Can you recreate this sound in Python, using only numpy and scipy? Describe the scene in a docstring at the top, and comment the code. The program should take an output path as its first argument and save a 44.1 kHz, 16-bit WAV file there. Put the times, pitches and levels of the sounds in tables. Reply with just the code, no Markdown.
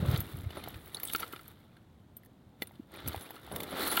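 """Raking loose soil by hand

A gloved hand rakes soil close by, outdoors: earth rubs and crumbles, grit crackles, small chips tick
and stones knock. The hand lifts a shard, which clinks in the lull, sets it down and rakes on, harder.
Wind or handling thumps and rumbles on the microphone, and brief rubs ring in it as narrow rasps.
A faint outdoor background lies underneath."""
import sys
import numpy as np
from scipy import signal
from scipy.fft import rfft, irfft, next_fast_len
from scipy.io import wavfile
from scipy.ndimage import map_coordinates

SR = 44100
rng = np.random.default_rng(int(sys.argv[2]) if len(sys.argv) > 2 else 0)


def generate_wav(signal):
    """Clip the signal to [-1, 1] and save it as 16-bit WAV at the path in sys.argv[1]."""
    frames = np.transpose(np.atleast_2d(signal))
    scaled = np.clip(frames, -1, 1) * 32767
    pcm = np.round(scaled).astype(np.int16)
    wavfile.write(sys.argv[1], SR, pcm)


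N = 176400  # 4 seconds

# Tone of fine grit: frequency_hz, level_db
GRIT_TONE = [(4500, -8), (6500, -11.5), (8200, -6), (9500, -5), (11000, 1), (12500, 1.5), (14000, -4.5),
             (15800, 4.5)]
# Tone of soil crunching under a hit: frequency_hz, level_db
CRUNCH_TONE = [(100, -11), (330, -1), (700, -7), (1400, -1), (2500, -4.5), (3600, 0), (4400, -3),
               (5300, -20), (7000, -23), (10000, -14.5), (15800, -21)]
SNAP_T60_S = 0.0088  # a "t60" is the time a sound takes to fade by 60 dB


def amp(db):
    """Turn decibels into a number to multiply a sound by."""
    return 10 ** (np.asarray(db) / 20)


def unit(x):
    """Scale a sound to an average power of 1."""
    return x / np.sqrt(np.mean(x ** 2) + 1e-20)


def curves(rows):
    """Join timed points with straight lines: one curve for each column after the time."""
    times, *columns = np.transpose(rows)
    return [np.interp(np.arange(N) / SR, times, column) for column in columns]


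def wobble(rate):
    """A smooth curve through `rate` random values a second."""
    return map_coordinates(rng.standard_normal(4096), [np.arange(N) * rate / SR], mode="wrap")


def coloured(x, tone):
    """Filter a sound to follow a tone table of (frequency_hz, level_db) rows."""
    size = 8192
    hz, db = np.transpose(tone)
    gain = amp(np.interp(np.log(np.fft.rfftfreq(size, 1 / SR) + 1), np.log(hz + 1), db))
    # Build the filter so that it never sounds ahead of a hit.
    cepstrum = irfft(np.log(unit(gain) + 1e-6))
    cepstrum[1:size // 2] *= 2
    cepstrum[size // 2 + 1:] = 0
    return signal.fftconvolve(x, irfft(np.exp(rfft(cepstrum))))[:N]


def noise(tone):
    """Steady noise with the given tone and a power of 1."""
    return unit(coloured(rng.standard_normal(N), tone))


def add(track, start_s, sound):
    """Mix a sound into the track."""
    part = track[max(0, round(start_s * SR)):][:len(sound)]
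    part += sound[:len(part)]


def fade(t60):
    """A dying-away curve, a tenth of a second long."""
    return np.exp(-np.log(1000) * np.arange(SR // 10) / SR / t60)


def ring(hz, t60, attack_s=0.00048):
    """One pure note of a struck object: it rises fast and dies away."""
    t = np.arange(SR // 10) / SR
    shape = fade(t60) * (1 - np.exp(-(t / attack_s) ** 2))
    return shape / shape.max() * np.sin(2 * np.pi * hz * t)


def swell(start_s, length_s):
    """The loudness of one rub: it grows quickly and eases off."""
    return np.interp((np.arange(N) / SR - start_s) / length_s, [0, 0.097, 1], [0, 1, 0])


def contacts(rate, spread_db):
    """About `rate` random taps a second, mostly small; their average power is the same at any rate."""
    size = np.minimum(rng.exponential(size=N), 3.5)
    return (rng.random(N) < rate / SR) * amp(spread_db * size) / np.sqrt(rate)


def crackle(rate, tone, spread_db, t60):
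    """Tiny pieces break, each with a very short puff of noise."""
    power = signal.fftconvolve(contacts(rate, spread_db) ** 2, fade(t60) ** 2)[:N]
    return unit(coloured(np.sqrt(np.abs(power)) * rng.standard_normal(N), tone))


def jostle(rate, centre_hz, octaves, t60, count=16):
    """Loose pieces of several sizes touch and ring briefly."""
    pitches = centre_hz * 2 ** (octaves * (np.arange(count) + rng.random(count) - count / 2) / count)
    return unit(sum(signal.fftconvolve(contacts(rate / count, spread_db=3.0), ring(hz, t60))[:N]
                    for hz in pitches))


def fractures(rows, t60, tone):
    """At each (start_s, level_db) row, pieces grind briefly, give way with a click and crumble."""
    before_s = np.arange(-SR // 50, 0) / SR
    grind = amp(-16) * np.exp(before_s / 0.0037)
    click = amp(-9) * fade(t60=0.0019)
    shape = np.concatenate([grind, click + fade(t60)])
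    track = np.zeros(N)
    for start_s, db in rows:
        add(track, start_s + before_s[0], amp(db) * shape)
    return coloured(track * rng.standard_normal(N), tone)


def struck(rows, notes):
    """Each (start_s, level_db) hit sets all of an object's notes ringing."""
    track = np.zeros(N)
    for start_s, db in rows:
        add(track, start_s, sum(amp(db + note_db) * ring(hz, t60) for hz, note_db, t60 in notes))
    return track


def raking():
    """The glove drags unevenly: earth rubs and crumbles, pebbles rattle, grit hisses and crackles."""
    # Strength of the raking: time_s, earth_db, grit_db
    strokes = [(0, -49.5, -59.5), (.125, -42, -50.5), (.158, -40, -49.5), (.18, -48.5, -51),
               (.21, -49.5, -53), (.33, -55.5, -58), (.48, -57.5, -65.5), (.53, -49.5, -60),
               (.6, -50.5, -60), (.72, -52.5, -62), (.82, -57.5, -58.5), (.98, -52.5, -57.5),
               (1.1, -53.5, -47), (1.2, -49, -49), (1.34, -56, -58), (1.47, -60, -63.5),
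               (1.6, -66.5, -73.5), (1.95, -76, -88), (2.56, -77, -86), (2.63, -64.5, -65),
               (2.87, -73.5, -84), (2.935, -52.5, -68), (2.99, -48.5, -63), (3.04, -50.5, -66),
               (3.13, -47, -53.5), (3.24, -52, -57.5), (3.42, -57, -64.5), (3.5, -51.5, -61.5),
               (3.56, -50.5, -50.5), (3.68, -48, -55.5), (3.74, -42, -51), (3.8, -34.5, -39.5),
               (3.92, -38, -37), (4, -38, -35)]
    # Tone of rubbed earth: frequency_hz, level_db
    earth_tone = [(90, -38.5), (180, -8), (320, 3.5), (500, -2.5), (780, -5.5), (1000, -8.5), (1350, -1.5),
                  (1700, -8.5), (2000, -7), (2650, -16.5), (3600, -5.5), (4300, -12.5), (5000, -21),
                  (6500, -29.5), (10400, -32.5), (16000, -65.5)]
    earth_db, grit_db = curves(strokes)
    drag_db = 1.6 * wobble(rate=55)
    usual_db = -51
    crowd = amp(0.89 * np.maximum(earth_db - usual_db, 0))  # a harder stroke moves more pieces at once
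    rub = amp(-4.5) * noise(earth_tone)
    crumbs = amp(-3.5) * crackle(600 * crowd, earth_tone, spread_db=3.2, t60=0.0088)
    pebbles = amp(-8) * jostle(320 * crowd, centre_hz=1500, octaves=2.51, t60=0.014)
    hiss = amp(-2) * noise(GRIT_TONE)
    grains = amp(-0.5) * crackle(170 * crowd, GRIT_TONE, spread_db=4.8, t60=0.009)
    loose_chips = amp(-12) * jostle(300 * crowd, centre_hz=11000, octaves=0.8, t60=0.012)
    earth = amp(earth_db + drag_db) * (rub + crumbs + pebbles)
    grit = amp(grit_db + drag_db) * (hiss + grains + loose_chips)
    return earth + grit


def microphone_thumps():
    """Wind or handling on the microphone makes a rumble and low thumps, each a wave or two long."""
    # Low thumps: peak_s, level_db, pitch_hz
    pushes = [(0.03, -20.5, 139), (.092, -17, 116.4), (.116, -27, 131), (0.143, -21.5, 130),
              (0.193, -27, 93), (.226, -40, 105), (0.348, -34.5, 123), (.440, -37, 92), (0.471, -27.5, 98),
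              (.572, -35, 470), (0.764, -37, 87), (1.336, -37, 345), (2.623, -42, 247), (2.8, -33.5, 266),
              (3.071, -36, 111), (3.096, -38, 79.4), (3.175, -37, 87.5)]
    # Loudness of the rumble: time_s, level_db
    rumble_levels = [(0, -36), (.12, -34.5), (.2, -40), (.3, -53.5), (.37, -45), (.45, -49.5), (.52, -52),
                     (.66, -52), (.78, -53.5), (.86, -57.5), (1.6, -63.5), (2.88, -66.5), (3.04, -49),
                     (3.08, -40.5), (3.25, -91), (3.48, -57.5), (3.55, -50), (3.66, -58), (4, -55.5)]
    # Tone of the rumble: frequency_hz, level_db
    rumble_tone = [(20, -54.5), (40, -12.5), (75, -3), (115, -5.5), (170, -9.5), (250, -14.5), (400, -22),
                   (700, -29), (1500, -71.5)]
    width_cycles = 0.62
    thumps = np.zeros(N)
    for peak_s, db, hz in pushes:
        cycles = (np.arange(N) / SR - peak_s) * hz
        thumps -= amp(db) * np.exp(-0.5 * (cycles / width_cycles) ** 2) * np.cos(2 * np.pi * cycles)
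    rumble_db, = curves(rumble_levels)
    return thumps + amp(rumble_db) * noise(rumble_tone)


def outdoor_air():
    """A faint, steady, low hush in the background."""
    # Tone of the open air: frequency_hz, level_db
    air_tone = [(25, -26), (45, -28.5), (86, -4.5), (150, -8), (270, -11), (400, -18.5), (780, -23),
                (1400, -32), (2400, -38.5), (3650, -37.5), (5000, -45.5), (7000, -47), (11000, -47.5),
                (15500, -48)]
    return amp(-60) * noise(air_tone)


def sleeve_scuffs():
    """The sleeve scuffs dully over packed earth."""
    # Scuffs of the sleeve: start_s, level_db, length_s
    scuffs = [(0.02, -42.5, 0.11), (0.566, -42, 0.041), (1.233, -44, 0.018), (3.504, -41, 0.24),
              (3.72, -40.5, 0.056)]
    # Tone of a rub: frequency_hz, level_db
    scuff_tone = [(90, -15.5), (170, 4.5), (300, 3), (550, 4.5), (900, -6), (1500, -10), (4000, -70)]
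    return sum(amp(db) * swell(start_s, length_s) for start_s, db, length_s in scuffs) * noise(scuff_tone)


def chips():
    """Each small hard piece snaps and rings at its own high pitch, chattering against the grit."""
    # Chips and twigs ticking: start_s, ring_db, pitch_hz, ring_t60_s, snap_db
    ticks = [(.114, -42, 13600, .02, -31), (0.176, -44, 12100, .02, -29), (0.205, -26, 13300, 0.016, -29.5),
             (0.37, -54, 12800, .015, -40.5), (0.573, -49.5, 9680, 0.07, -59),
             (.639, -45, 11630, 0.014, -41), (.685, -41, 12250, 0.011, -38), (.705, -54, 12500, .015, -49),
             (.860, -48, 14800, .015, -45), (0.9456, -30, 10600, 0.022, -47),
             (0.949, -47, 5300, 0.017, -37), (0.9998, -41, 11500, .02, -34.5),
             (1.0331, -27, 12200, 0.01, -29), (1.039, -35, 11400, 0.0092, -39),
             (1.052, -30, 10430, 0.021, -30), (1.052, -32.5, 8520, 0.015, -40),
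             (1.071, -38, 10460, .02, -42), (1.074, -37.5, 8450, 0.02, -33), (1.095, -49, 10900, .015, -36),
             (1.114, -49, 12500, 0.013, -40), (1.126, -48, 13200, .015, -33),
             (1.1348, -38, 8400, 0.024, -23), (1.1605, -43, 12000, 0.027, -20.5),
             (1.181, -53, 8300, .015, -39), (1.198, -35.5, 11470, .015, -38),
             (1.204, -37, 11200, 0.022, -31), (1.326, -46, 13300, .015, -38),
             (1.337, -49, 11600, .015, -44), (1.412, -61, 12100, .015, -43), (1.48, -48, 12650, .02, -38.5),
             (2.234, -60, 12500, .015, -58), (2.249, -56.5, 11440, .015, -55),
             (2.26, -55, 14900, .015, -52), (2.622, -41, 9900, 0.013, -31),
             (2.6293, -33.5, 12770, 0.017, -49), (2.672, -46, 9350, 0.03, -43),
             (2.919, -53, 8950, 0.015, -56), (2.94, -50, 13100, .015, -50), (2.961, -53, 11200, 0.011, -50),
             (2.969, -55, 9300, 0.028, -51), (3.003, -63, 9500, 0.011, -49),
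             (3.077, -29, 12870, 0.013, -24), (3.084, -29, 12800, 0.011, -27.5),
             (3.195, -48, 10600, 0.013, -44), (3.211, -54, 8500, .015, -38), (3.219, -47, 11030, 0.09, -44),
             (3.3061, -42, 11570, 0.0094, -46), (3.309, -46, 12900, .015, -46),
             (3.357, -58, 11000, 0.013, -47), (3.522, -43.5, 10760, 0.037, -40),
             (3.562, -37, 12250, 0.017, -27), (3.605, -40, 12000, .02, -34),
             (3.634, -45, 11260, 0.017, -29), (3.707, -46.5, 11100, 0.058, -59),
             (3.718, -47, 9100, 0.032, -63), (3.873, -39, 10240, .03, -27), (3.916, -27, 10590, 0.048, -28),
             (3.968, -24, 12200, 0.027, -32)]
    rings = np.zeros(N)
    for start_s, ring_db, hz, t60, _ in ticks:
        add(rings, start_s, amp(ring_db) * ring(hz, t60))
    chatter = unit(1 + 0.45 * wobble(rate=700))
    snaps = [(start_s, snap_db) for start_s, *_, snap_db in ticks]
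    return rings * chatter + fractures(snaps, SNAP_T60_S, GRIT_TONE)


def stones():
    """Each stone knocks with a few short notes, muffled by the soil that it crunches."""
    # Stones knocking: start_s, ring_db, pitch_hz, crunch_db
    knocks = [(.161, -36.5, 3850, -35), (0.506, -46, 560, -41), (0.5709, -41.5, 1100, -44.5),
              (.639, -43, 790, -42), (0.675, -30.5, 626, -47), (0.743, -56, 1460, -44),
              (0.9464, -28.5, 3800, -45), (.969, -36, 4270, -60), (0.999, -45, 1790, -48),
              (1.034, -49, 1800, -43.5), (1.0985, -41, 3080, -37.5), (1.149, -21.5, 1404, -31),
              (1.158, -40, 4350, -48), (1.195, -39.5, 1380, -45.5), (1.2, -44, 840, -43),
              (1.207, -38, 685, -49), (1.224, -40, 1400, -40), (1.2304, -26, 1313, -38),
              (1.243, -60, 1100, -44), (1.327, -59, 1260, -44), (1.3343, -33, 1266, -53),
              (1.362, -44.5, 1390, -42.5), (1.393, -43, 1390, -50), (1.768, -51, 1610, -56.5),
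              (2.234, -57.5, 1930, -69), (2.26, -60, 1800, -76), (2.672, -51.5, 3730, -60),
              (2.7099, -47.5, 870, -76), (2.7555, -62, 3500, -58.5), (2.94, -47, 1840, -68),
              (3.062, -64, 1140, -43), (3.132, -52, 3300, -45), (3.1449, -26, 785, -52),
              (3.306, -36, 805, -54), (3.364, -43.5, 1270, -47.5), (3.476, -39.5, 850, -59),
              (3.515, -33, 720, -46.5), (3.561, -50, 424, -34.5), (3.603, -34.5, 930, -34.5),
              (3.634, -43, 910, -43), (3.971, -26.5, 2840, -30.5), (3.9737, -18, 1360, -38),
              (3.976, -23, 990, -36), (3.9975, -18, 4100, -54)]
    # Notes of one stone: pitch_ratio, level_db
    notes = [(0.998, 1), (1.66, -20.5), (2.44, -14), (2.9, -27)]
    # Ring time (big, low stones lie deep in the soil and barely ring): pitch_hz, t60_s
    ring_times = [(750, 0.0057), (1400, 0.016), (4000, 0.0082)]
    rings = np.zeros(N)
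    for start_s, ring_db, hz, _ in knocks:
        t60 = np.interp(hz, *np.transpose(ring_times))
        for ratio, note_db in notes:
            note_hz = hz * ratio * rng.uniform(0.96, 1.04)
            add(rings, start_s, amp(ring_db + note_db) * ring(note_hz, t60, attack_s=0.00075))
    crunches = [(start_s, crunch_db) for start_s, *_, crunch_db in knocks]
    return rings + fractures(crunches, t60=0.019, tone=CRUNCH_TONE)


def microphone_rasps():
    """Brief rubs ring in the microphone as narrow, fluttering rasps."""
    # Rubs ringing in the microphone: start_s, level_db, length_s, pitch_hz
    rubs = [(1.06, -46, 0.17, 3566), (1.202, -48, 0.017, 5660), (2.978, -52.5, 0.064, 3730),
            (3.118, -47, 0.02, 3210), (3.788, -40.5, 0.26, 4140), (3.875, -39.5, 0.13, 10500)]
    flutters_per_s = 640
    t = np.arange(N) / SR
    flutter = unit(wobble(flutters_per_s))
    rasps = np.zeros(N)
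    for start_s, db, length_s, hz in rubs:
        rough_note = np.sin(2 * np.pi * hz * t + wobble(flutters_per_s))
        rasps += amp(db) * swell(start_s, length_s) * rough_note
    return flutter * rasps


def shard():
    """The shard clinks brightly in the hand, then lands on stony ground with a duller clack."""
    # Clinks in the hand: start_s, level_db
    clinks = [(2.168, -39.5), (2.193, -69)]
    # Notes of the held shard: pitch_hz, level_db, t60_s
    clink_notes = [(8600, -13, .026), (11360, -10, 0.04), (13800, -1, 0.025)]
    # Hits on the ground: start_s, level_db
    clacks = [(2.6212, -27), (2.6226, -38)]
    # Notes of the landing: pitch_hz, level_db, t60_s
    clack_notes = [(532, -4, 0.013), (770, -10, 0.011), (1952, -3, 0.019), (3410, -4, 0.007),
                   (4160, -11.5, 0.0084), (9850, -18, 0.012)]
    in_hand = struck(clinks, clink_notes) + amp(-5) * fractures(clinks, SNAP_T60_S, GRIT_TONE)
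    landing = struck(clacks, clack_notes) + amp(-10) * fractures(clacks, t60=0.016, tone=CRUNCH_TONE)
    return in_hand + landing


def near_echo(hits):
    """Sound scatters off the ground and the body, giving each hit a very short tail."""
    tail = fade(t60=0.037) * rng.standard_normal(SR // 10)
    return amp(-3.5) * signal.fftconvolve(hits, tail / np.linalg.norm(tail))[:N]


def scene():
    """Mix the digging, the microphone's noises and the air into one channel."""
    hits = stones() + chips() + shard()
    digging = hits + near_echo(hits) + raking() + sleeve_scuffs()
    return (digging + microphone_rasps() + microphone_thumps() + outdoor_air())[None]


def record(dry):
    """Cut away the very highest treble."""
    top_hz = 15850
    size = next_fast_len(N + SR // 2)
    return irfft(rfft(dry, size) * (np.fft.rfftfreq(size, 1 / SR) < top_hz), size)[:, :N]


dry = scene()
out = record(dry)
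generate_wav(out)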